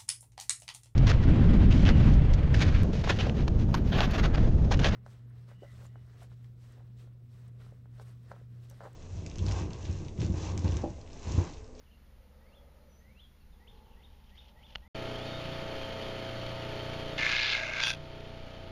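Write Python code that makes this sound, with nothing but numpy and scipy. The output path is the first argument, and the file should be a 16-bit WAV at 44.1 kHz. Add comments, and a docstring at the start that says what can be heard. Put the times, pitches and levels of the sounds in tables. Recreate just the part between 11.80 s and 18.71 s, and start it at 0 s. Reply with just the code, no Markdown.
"""Outdoors, a bird flicks out rising calls over far twitter, traffic and a faint rumble. A gloved hand
rustles on a knife, and a button click rings the camera's plastic shell. After a short silent cut a
bench buffer is running: shaft tones, magnetic hum and whine, air dragged by the wheel and a bearing
that squeals once, while the bird calls a little longer. Then the hand shades the motor and draws the
blade along the abrasive wheel to its tip, rasping on the high spots of each turn, and lifts it off."""
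import sys
import numpy as np
from scipy import signal
from scipy.fft import rfft, irfft, next_fast_len
from scipy.io import wavfile
from scipy.ndimage import uniform_filter1d, map_coordinates

SR = 44100
rng = np.random.default_rng(int(sys.argv[2]) if len(sys.argv) > 2 else 0)


def wav_out(sig):
    """Save sig, one row per channel (or a flat mono array), as 16-bit PCM at SR to the path in sys.argv[1]."""
    wavfile.write(sys.argv[1], SR, np.round(np.clip(np.atleast_2d(sig).T, -1, 1) * 32767).astype(np.int16))


N = 304907
T = np.arange(N) / SR
CUT_START_S, CUT_END_S = 3.079, 3.148
MAINS_HZ, FREE_TURNS_PER_S = 60, 29.862
TOUCH_S, TIP_S, LIFT_S, CLEAR_S = 5.377, 6.0, 6.11, 6.155  # cues of the blade's stroke
MAGNETIC_SHADE_DB = -8.5  # how far the hand ducks the upper hum and the whine's sidebands

# Table levels are relative: each layer adds its own trims and envelopes.
# blade's bending modes (mid-blade pitch [Hz], tip pitch [Hz], width [Hz], mid level [dB], tip level [dB])
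BLADE_MODES = [(920, 910, 56, -9.5, -7), (1764, 1562, 66, 8, 9), (2132, 2560, 85, 9.5, -3),
               (2404, 2630, 250, 0.5, 4.5), (3480, 3380, 265, -10.5, 7.5), (4570, 4640, 160, -33, 1),
               (5960, 5600, 110, -46, 0.5)]
# grit scraping on steel (frequency [Hz], level [dB])
GRIT_EQ = [(200, -24), (700, -7), (1300, 0), (2200, 3), (3000, 0.5), (4200, -0.5), (5000, -11), (5600, -28),
           (6800, -37), (7600, -48.5), (11000, -29.5), (13000, -64)]
# sizzle of the thin tip (frequency [Hz], level [dB])
SIZZLE_EQ = [(4000, -20), (7000, -8), (9000, 12), (11000, 7), (13500, -5), (15000, -16)]
# high spots on the wheel's rim (position [turns], width [turns], level [dB])
HIGH_SPOTS = [(.97, .05, 0), (.3, .06, -4), (.5, .04, -2), (.78, .06, -3)]
# the edge catches on the wheel (time [s], gain [dB])
EDGE_BITES = [(5.488, -1), (5.519, 7.5), (6.004, 7), (6.037, 6), (6.073, 5.5), (6.104, 3)]
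# the hand's effort (time [s], pressure [dB], harshness [dB])
HAND_EFFORT = [(5.39, -34, -3.5), (5.396, -34, -5), (5.458, -30, -6), (5.616, -34.5, 2.5),
               (5.726, -33, 2.5), (5.812, -36.5, -7.5), (5.918, -37.5, -12), (6.03, -33.5, -0.5),
               (6.11, -35.5, 1)]
# tones of unbalance and bearings (shaft order [number], level [dB])
SHAFT_ORDERS = [(1, -50.5), (2, -57), (3, -50.5), (4, -72), (6, -57), (8, -57.5), (10, -55), (11, -55),
                (13, -58.5), (15, -54.5), (16, -62), (19, -62.5), (21, -59.5), (23, -64.5), (26, -62),
                (31, -66), (35, -86)]
# fader ride of the fifth shaft order (time [s], level [dB])
FIFTH_RIDE = [(3.2, -57), (3.73, -47.5), (4.53, -66), (4.88, -50.5), (5.34, -48), (5.69, -62.5),
              (6.19, -48), (6.9, -63.5)]
# fader ride of the low hum (time [s], level [dB])
LOW_HUM_RIDE = [(3.2, -47), (3.59, -47), (4.08, -53), (4.58, -44.5), (5.09, -46.5), (5.44, -52.5),
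                (6.7, -58.5)]
# upper magnetic hum (frequency [multiples of the mains], level [dB])
HUM_PARTIALS = [(4, -60), (6, -58.5), (7, -57), (10, -54)]
# rotor bar whine and its sidebands (offset [multiples of the mains], level [dB])
WHINE_PARTIALS = [(-4, -57), (-2, -46.5), (0, -44), (4, -54.5), (8, -61.5), (10, -55.5), (12, -58),
                  (14, -75.5), (25, -63)]
# air dragged round by the wheel (frequency [Hz], level [dB])
RUSH_EQ = [(20, 19), (70, -5.5), (190, 7), (330, 0), (560, 3), (870, 0.5), (1100, -2.5), (2000, -2),
           (2750, -2), (3150, 0.5), (3900, -7.5), (4450, -7), (5000, -13), (7200, -22.5), (9000, -27.5),
           (14500, -32.5)]
# near bird's calls (time of the top [s], lead-in [s], knee pitch [Hz], top pitch [Hz], level [dB])
BIRD_CALLS = [(.763, 0.16, 2870, 3580, -67), (1.417, 0.22, 2900, 3550, -62.5),
              (1.893, 0.095, 2250, 3680, -61), (2.247, 0.086, 2280, 3750, -63),
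              (2.592, 0.08, 2280, 3720, -59), (2.852, 0.093, 2350, 3610, -60),
              (3.118, .097, 2320, 3650, -59), (3.735, .078, 2300, 3700, -53),
              (4.24, 0.084, 2250, 3650, -50)]
# slapback off the walls (delay [s], level [dB])
WALL_ECHOES = [(.019, -9.5), (.043, -13), (.085, -25), (.13, -27)]
# handling and button clicks (time [s], peak level [dB], contact time [s])
CAMERA_CLICKS = [(2.681, -60, .004), (2.953, -31, 0.00071), (2.957, -20, 0.0008), (2.983, -49, .002)]
# modes of the camera's shell (pitch [Hz], level [dB], decay by 60 dB [s])
SHELL_MODES = [(170, -6, 0.015), (900, -12, 0.028), (1440, -8.5, 0.011), (2110, -3, 0.0033),
               (2920, -1, 0.011), (3150, 6, 0.0055), (4180, -3.5, 0.013), (5800, -29, .006)]
# the glove slides on the knife (peak time [s], build-up [s], level [dB])
GLOVE_SLIDES = [(1.98, .09, -74), (2.5, 0.42, -73), (2.61, 0.069, -65.5), (2.685, 0.048, -62.5),
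                (2.935, 0.12, -64.5), (3.03, 0.073, -73)]
# the glove's rustle (frequency [Hz], level [dB])
GLOVE_EQ = [(1200, -19), (2300, -11), (3100, -0.5), (3900, -11), (5500, -15.5), (7000, -30), (10000, -41)]
# the hand jogs the camera (time [s], length [s], level [dB])
CAMERA_JOGS = [(0.377, 0.13, -61), (1.735, 0.25, -54), (2.05, 0.33, -56.5), (2.55, 0.54, -62),
               (2.977, 0.13, -54)]
# rumble of those jogs (frequency [Hz], level [dB])
JOG_EQ = [(10, -9), (25, 0.5), (50, -3.5), (90, -15.5), (200, -26.5), (800, -66)]
# a farther bird's falling chips (time [s], start pitch [Hz], level [dB])
FAR_CHIPS = [(.05, 3150, -71), (.105, 3200, -67), (1.375, 4250, -71), (1.43, 4250, -75), (1.6, 4700, -76),
             (1.72, 3850, -74), (1.95, 4500, -73), (2.04, 3400, -70), (2.11, 3050, -69.5)]
# distant vehicles (time [s], length [s], roar pitch [Hz], roar level [dB], tyre level [dB])
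PASS_BYS = [(.8, 1, 520, -67, -75.5), (2.055, 0.67, 450, -68.5, -69), (2.85, 0.78, 545, -72, -69.5)]
# a far engine's two beating tones (pitch [Hz], level [dB])
ENGINE_TONES = [(52.4, -64.5), (70, -61.5)]
# outdoor air (frequency [Hz], level [dB])
AIR_EQ = [(12, -33), (22, 2), (64, -17.5), (110, -13.5), (190, -17), (300, -26.5), (450, -28), (700, -32),
          (1400, -33.5), (2050, -33.5), (2500, -36.5), (3200, -37.5), (4300, -39.5), (7500, -47),
          (15000, -43)]
# treble notches on the whole mix (centre [Hz], width [Hz])
TREBLE_NOTCHES = [(8020, 930), (11880, 150)]


def grinding(turns, travel=.096, bite_s=.0043, grit_db=-8):
    """Grit strikes the steel hardest on the rim's high spots as the contact slides toward the tip."""
    pressure_db, harsh_db = curves(HAND_EFFORT)
    on_tip = ramp(TIP_S, .029)
    place = travel * ramp(TOUCH_S, TIP_S - TOUCH_S) + (1 - travel) * on_tip  # mid-blade 0, tip 1
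    held = 1 - ramp(LIFT_S, .012)
    contact = held * (.58 - .13 * place ** 2)  # the springy tip presses less between high spots
    for at, width, db in HIGH_SPOTS:
        distance = (turns - at + .5) % 1 - .5
        contact += gain_of(db) * np.exp(-(distance / width) ** 2 / 2)
    contact *= gain_of(sum(db * swell(s, bite_s) for s, db in EDGE_BITES))
    strikes = (noise() + .5 * per_turn(turns)) * contact * gain_of(1.5 * wander(900))
    rasp = unit_rms(blade_ring(strikes, place) + gain_of(grit_db) * coloured(noise() * contact, GRIT_EQ))
    # the rasp's harsh upper band swells and fades along the harshness curve
    harsh = signal.sosfiltfilt(butter(2, [2750, 5300], "band"), rasp)
    rasp += (gain_of(harsh_db + 5.5 - 5 * on_tip) - 1) * harsh
    groan = (1 - on_tip) * wheel_groan()
    sizzle = coloured(noise() * np.sqrt(abs(contact)), SIZZLE_EQ)
    sizzle *= gain_of(-56) * on_tip * ramp(TIP_S, .07) ** 2
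    attack = ramp(TOUCH_S, .0027)
    release = gain_of(-250 * np.maximum(T - LIFT_S, 0)) * (T < CLEAR_S)
    return attack * release * (gain_of(pressure_db + 1.58) * rasp + groan + sizzle)


def blade_ring(strikes, place):
    """The steel's bending modes shift in pitch and level as the contact nears the tip."""
    stroke = ramp(TOUCH_S, LIFT_S - TOUCH_S)
    ring = np.zeros(N)
    for k, (mid_hz, tip_hz, width, mid_db, tip_db) in enumerate(BLADE_MODES):
        shift = stroke if k < 2 else place  # the lowest modes sink evenly through the stroke
        mode = resonate(strikes, mid_hz + (tip_hz - mid_hz) * shift, width)
        ring += gain_of(mid_db + (tip_db - mid_db) * shift) * mode
    return unit_rms(signal.sosfilt(butter(5, [700, 6600], "band"), ring))


def wheel_groan(start_s=5.745, fade_db_per_s=20):
    """The wheel groans where the blade's curve digs in."""
    envelope = ramp(start_s, .038) * gain_of(-47 - fade_db_per_s * (T - start_s))
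    return envelope * whistle(hz=620, width_hz=85)


def shaft_turns(sag_turns_per_s=.1, sag_s=.16, zero_at_s=6.0375):
    """The wheel's angle in turns; the blade's load slows it a little."""
    load = ramp(TOUCH_S, sag_s) - ramp(TIP_S, sag_s)
    turns = np.cumsum(FREE_TURNS_PER_S - sag_turns_per_s * load) / SR
    return turns - turns[round(zero_at_s * SR)]


def shaft_tones(turns):
    """Unbalance and bearings give the motor its body: harmonics of the shaft's speed."""
    orders, levels = np.transpose(SHAFT_ORDERS)
    shade_db = -7 * hand_shade()
    out = np.zeros(N)
    for k in range(1, 36):
        shade_share = .13 if k < 5 else 1  # long waves bend round the hand
        db = np.interp(k, orders, levels) - 1.8 + shade_share * shade_db
        if k == 5:
            db = curves(FIFTH_RIDE)[0] - 1
        # the low orders line up into one soft thump as the high spot comes round
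        out += tone(k * (turns - HIGH_SPOTS[0][0]), db, waver=.22, phase_spread=min(k / 20, 1))
    return out


def mains_hum(waver=.042):
    """The magnetic pull hums at twice the mains and at higher multiples."""
    out = tone(2 * MAINS_HZ * T, curves(LOW_HUM_RIDE)[0], waver)
    for k, db in HUM_PARTIALS:
        out += tone(k * MAINS_HZ * T, db - 2 + MAGNETIC_SHADE_DB * hand_shade(), waver)
    return out


def rotor_whine(turns, bars=22):
    """The passing rotor bars whine, with sidebands spaced by the mains."""
    out = np.zeros(N)
    for k, db in WHINE_PARTIALS:
        shade_db = MAGNETIC_SHADE_DB * hand_shade() * (1 if k else .71)
        out += tone(bars * turns + k * MAINS_HZ * T, db - 2.5 + shade_db, waver=.042)
    return out


def air_rush(turns, level_db=-43, throb_db=.6, buzz_db=1):
    """Dragged air and bearing hiss, throbbing once a turn and buzzing with the magnetic pull."""
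    pulse_db = throb_db * np.cos(2 * np.pi * turns) + buzz_db * np.cos(2 * np.pi * 2 * MAINS_HZ * T)
    hiss = signal.sosfilt(butter(4, 950, "high"), per_turn(turns))
    air = coloured(noise() + .57 * hiss, RUSH_EQ)
    bass = signal.sosfiltfilt(butter(2, 330), air)
    shade_db = -8.5 * hand_shade()
    shaded = gain_of(.6 * shade_db) * bass + gain_of(shade_db) * (air - bass)
    return gain_of(level_db + pulse_db + wander(200)) * shaded


def bearing(rest_hz=3138, squeal_rise_hz=543):
    """The bearing sings two fuzzy whistles; once, the lower creeps up, holds and drops back."""
    squeal = ramp(3.35, .137) - ramp(3.59, .015)
    hz = (rest_hz + squeal_rise_hz * squeal) * (1 + .012 * wander(45))
    lower_gain, upper_gain = gain_of(2.4 * wander(55)), gain_of(-6 + 2 * wander(45))
    song = lower_gain * whistle(hz, width_hz=135) + upper_gain * whistle(4430, width_hz=160)
    return gain_of(-56.5 + 2.5 * squeal - 11 * hand_shade()) * song


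def hand_shade():
    """How far the hand covers the motor and ducks its sounds, 0 to 1."""
    return ramp(5.34, .3)


def near_bird(flutter=.27, thin_at_s=1.068, thin_s=.17):
    """Fluttering calls and one thin whistle that sags and turns up, thrown back by the walls."""
    song = np.zeros(N)
    for top_s, lead_s, knee_hz, top_hz, db in BIRD_CALLS:
        add(song, top_s - lead_s, bird_call(lead_s, knee_hz, top_hz, db))
    bend = abs((progress(thin_s) - .36) / .64) ** 3
    add(song, thin_at_s, note(5910 + 1100 * bend, db=-71.5, fade_share=.73))
    song *= (1 + flutter * wander(150)) * gain_of(wander(40))
    out = song.copy()
    for delay, db in WALL_ECHOES:
        add(out, delay, gain_of(db) * song)
    return out + reverb(song, t60=.6, wet_db=-13)


def bird_call(lead_s, knee_hz, top_hz, db, start_hz=1880, flick_s=.023, droop_hz=450):
    """A soft creep up to the knee, a brief voice break, a loud flick to the top, a short droop."""
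    droop_s = .226 * lead_s
    t = np.arange(-lead_s, droop_s, 1 / SR)
    creep = np.clip((t + lead_s) / (lead_s - flick_s), 0, 1) ** 1.9
    flick = np.sin(np.pi / 2 * np.clip(1 + t / flick_s, 0, 1))
    droop = np.clip(t / droop_s, 0, 1)
    hz = start_hz + (knee_hz - start_hz) * creep + (top_hz - knee_hz) * flick - droop_hz * droop
    effort = np.clip((hz - start_hz) / (top_hz - droop_hz - start_hz), 0, 1)  # higher is louder
    voice_break = np.exp(-((t / lead_s + .34) / .097) ** 2)
    return note(hz, db - 8.5 * (1 - effort) - 11 * voice_break, fade_share=.14)


def camera_clicks(scuff=.14):
    """Short, scuffed contacts ring the camera's plastic shell."""
    t = np.arange(2000) / SR
    ring = sum(gain_of(db - 60 * t / t60) * np.sin(2 * np.pi * hz * t) for hz, db, t60 in SHELL_MODES)
    out = np.zeros(N)
    for s, db, contact_s in CAMERA_CLICKS:
        push = (t == 0) + scuff * rng.standard_normal(len(t)) * np.exp(-t / contact_s)
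        click = signal.sosfilt(butter(4, 6000), signal.fftconvolve(push, ring))
        add(out, s, gain_of(db) * click / abs(click).max())
    return out


def glove(grain_db=2.5, stop_s=.022):
    """Grainy friction of the glove on the knife; each slide builds up and stops short."""
    rub = np.zeros(N)
    for s, build_s, db in GLOVE_SLIDES:
        rub += gain_of(db) * np.exp(-((T - s) / np.where(T < s, build_s, stop_s)) ** 2)
    return rub * gain_of(grain_db * wander(160)) * coloured(noise(), GLOVE_EQ)


def camera_jogs():
    """Dull swells of rumble as the hand jogs the camera."""
    envelope = sum(gain_of(db) * swell(s, length) for s, length, db in CAMERA_JOGS)
    return envelope * coloured(noise(), JOG_EQ)


def far_birds(chip_s=.038, twitter_s=.08, twitters=30, low_hz=2030, high_hz=4700):
    """Falling chips and random twitter, half lost in their own echo."""
    song = np.zeros(N)
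    for s, hz, db in FAR_CHIPS:
        add(song, s, note(hz * (1 - .18 * progress(chip_s)), db, fade_share=.46))
    for when, height in rng.random((twitters, 2)):
        hz = low_hz + height * (high_hz - low_hz)
        add(song, when * CUT_START_S, note(hz * (1 - .07 * progress(twitter_s)), db=-81, fade_share=1))
    return gain_of(-2) * song + reverb(song, t60=.5, wet_db=-3)


def traffic(roar_width_hz=170):
    """Distant vehicles swell past, each a low roar and a band of tyre noise."""
    tyres = whistle(856, width_hz=154)
    out = np.zeros(N)
    for s, length, hz, roar_db, tyre_db in PASS_BYS:
        roar = whistle(hz, roar_width_hz) + gain_of(-12) * whistle(2.41 * hz, roar_width_hz)
        out += swell(s, length) * (gain_of(roar_db) * roar + gain_of(tyre_db) * tyres)
    return out


def outdoor_bed(growth_db_per_s=1):
    """Still air, with the town's low note and a far engine's drone slowly growing."""
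    growth_db = growth_db_per_s * T
    air = gain_of(-61) * coloured(noise(), AIR_EQ)
    town = gain_of(-73 + growth_db) * whistle(213, width_hz=49)
    engine = sum(tone(hz * T, db - 1.9 + growth_db, waver=.25) for hz, db in ENGINE_TONES)
    return air + town + engine


def reverb(x, t60, wet_db):
    """The diffuse tail from trees and walls."""
    t = np.arange(SR // 2) / SR
    tail = rng.standard_normal(len(t)) * gain_of(-60 * t / t60)
    return gain_of(wet_db) * signal.fftconvolve(x, tail / np.linalg.norm(tail))[:N]


def per_turn(turns, slip_turns=.00064):
    """A rough surface that comes round again each turn, slipping a little."""
    surface = rng.standard_normal(round(SR / FREE_TURNS_PER_S))
    angle = (turns + slip_turns * wander(25)) % 1
    return unit_rms(map_coordinates(surface, [angle * len(surface)], order=3, mode="wrap"))


def tone(cycles, db, waver, phase_spread=1):
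    """One partial, wavering a little in level and phase."""
    start = phase_spread * (rng.random() - .5)
    amplitude = gain_of(db) * np.sqrt(2) * (1 + waver * wander(7))
    return amplitude * np.cos(2 * np.pi * (cycles + start) + waver * wander(7))


def note(hz, db, fade_share):
    """A pure gliding whistle that fades in and out."""
    envelope = gain_of(db) * signal.windows.tukey(len(hz), fade_share)
    return envelope * np.sin(2 * np.pi * np.cumsum(hz) / SR)


def whistle(hz, width_hz):
    """Noise held in a narrow resonance, at rms 1."""
    return unit_rms(resonate(resonate(noise(), hz, width_hz), hz, width_hz))


def resonate(x, hz, width_hz):
    """A resonance of gain 1 that may glide."""
    carrier = np.exp(2j * np.pi * np.cumsum(hz * np.ones(N)) / SR)
    pole = np.exp(-np.pi * width_hz / SR)
    return 2 * (carrier * signal.lfilter([1 - pole], [1, -pole], x / carrier + 1e-18)).real


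def coloured(x, eq):
    """Shapes x with an EQ curve, at rms 1."""
    eq_hz, eq_db = np.transpose(eq)
    size = next_fast_len(N)
    hz = np.fft.rfftfreq(size, 1 / SR)
    response = gain_of(np.interp(np.log(hz + 1), np.log(eq_hz + 1), eq_db))
    return unit_rms(irfft(rfft(x, size) * response, size)[:N])


def butter(order, hz, kind="low"):
    """A filter with a flat passband."""
    return signal.butter(order, hz, kind, fs=SR, output="sos")


def noise():
    """White noise."""
    return rng.standard_normal(N)


def wander(per_s):
    """Random modulation, at rms 1."""
    knots = rng.standard_normal(8000)
    return unit_rms(np.interp(T * per_s, np.arange(len(knots)), knots))


def curves(rows):
    """An automation curve for each value column of a timed table."""
    times, *columns = np.transpose(rows)
    return [np.interp(T, times, column) for column in columns]


def swell(s, length):
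    """A bell-shaped rise and fall around time s."""
    return np.exp(-(2 * (T - s) / length) ** 2)


def ramp(s, length):
    """Rises evenly from 0 at time s to 1 over the given length."""
    return np.clip((T - s) / length, 0, 1)


def progress(length_s):
    """Runs from 0 to 1 over one note."""
    return np.linspace(0, 1, round(length_s * SR))


def add(mix, s, sound):
    """Mixes a sound in at time s."""
    part = mix[round(s * SR):][:len(sound)]
    part += sound[:len(part)]


def gain_of(db):
    """Decibels to amplitude."""
    return 10 ** (np.asarray(db) / 20)


def unit_rms(x):
    """Scales to rms 1."""
    return x / np.sqrt(np.mean(x ** 2) + 1e-20)


def scene():
    """The quiet yard, a silent cut, then the buffer at work; birdsong bridges the two."""
    before = uniform_filter1d(1. * (T < CUT_START_S), size=100)
    after = uniform_filter1d(1. * (T > CUT_END_S), size=250)
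    turns = shaft_turns()
    motor = shaft_tones(turns) + mains_hum() + rotor_whine(turns)
    buffer = motor + air_rush(turns) + bearing() + grinding(turns)
    yard = outdoor_bed() + traffic() + camera_jogs() + glove() + camera_clicks()
    birds = near_bird() + far_birds()
    return (before * yard + after * buffer + (before + after) * birds)[None]


def record(dry, high_cut_hz=15000, notch_db=-30):
    """Master EQ: two narrow treble notches and a steep high cut."""
    hz = np.fft.rfftfreq(N, 1 / SR)
    response = 1 / (1 + (hz / high_cut_hz) ** 200)
    for centre, width in TREBLE_NOTCHES:
        response *= gain_of(notch_db * np.exp(-(2 * (hz - centre) / width) ** 2))
    return irfft(rfft(dry) * response, N)


dry = scene()
out = record(dry)
wav_out(out)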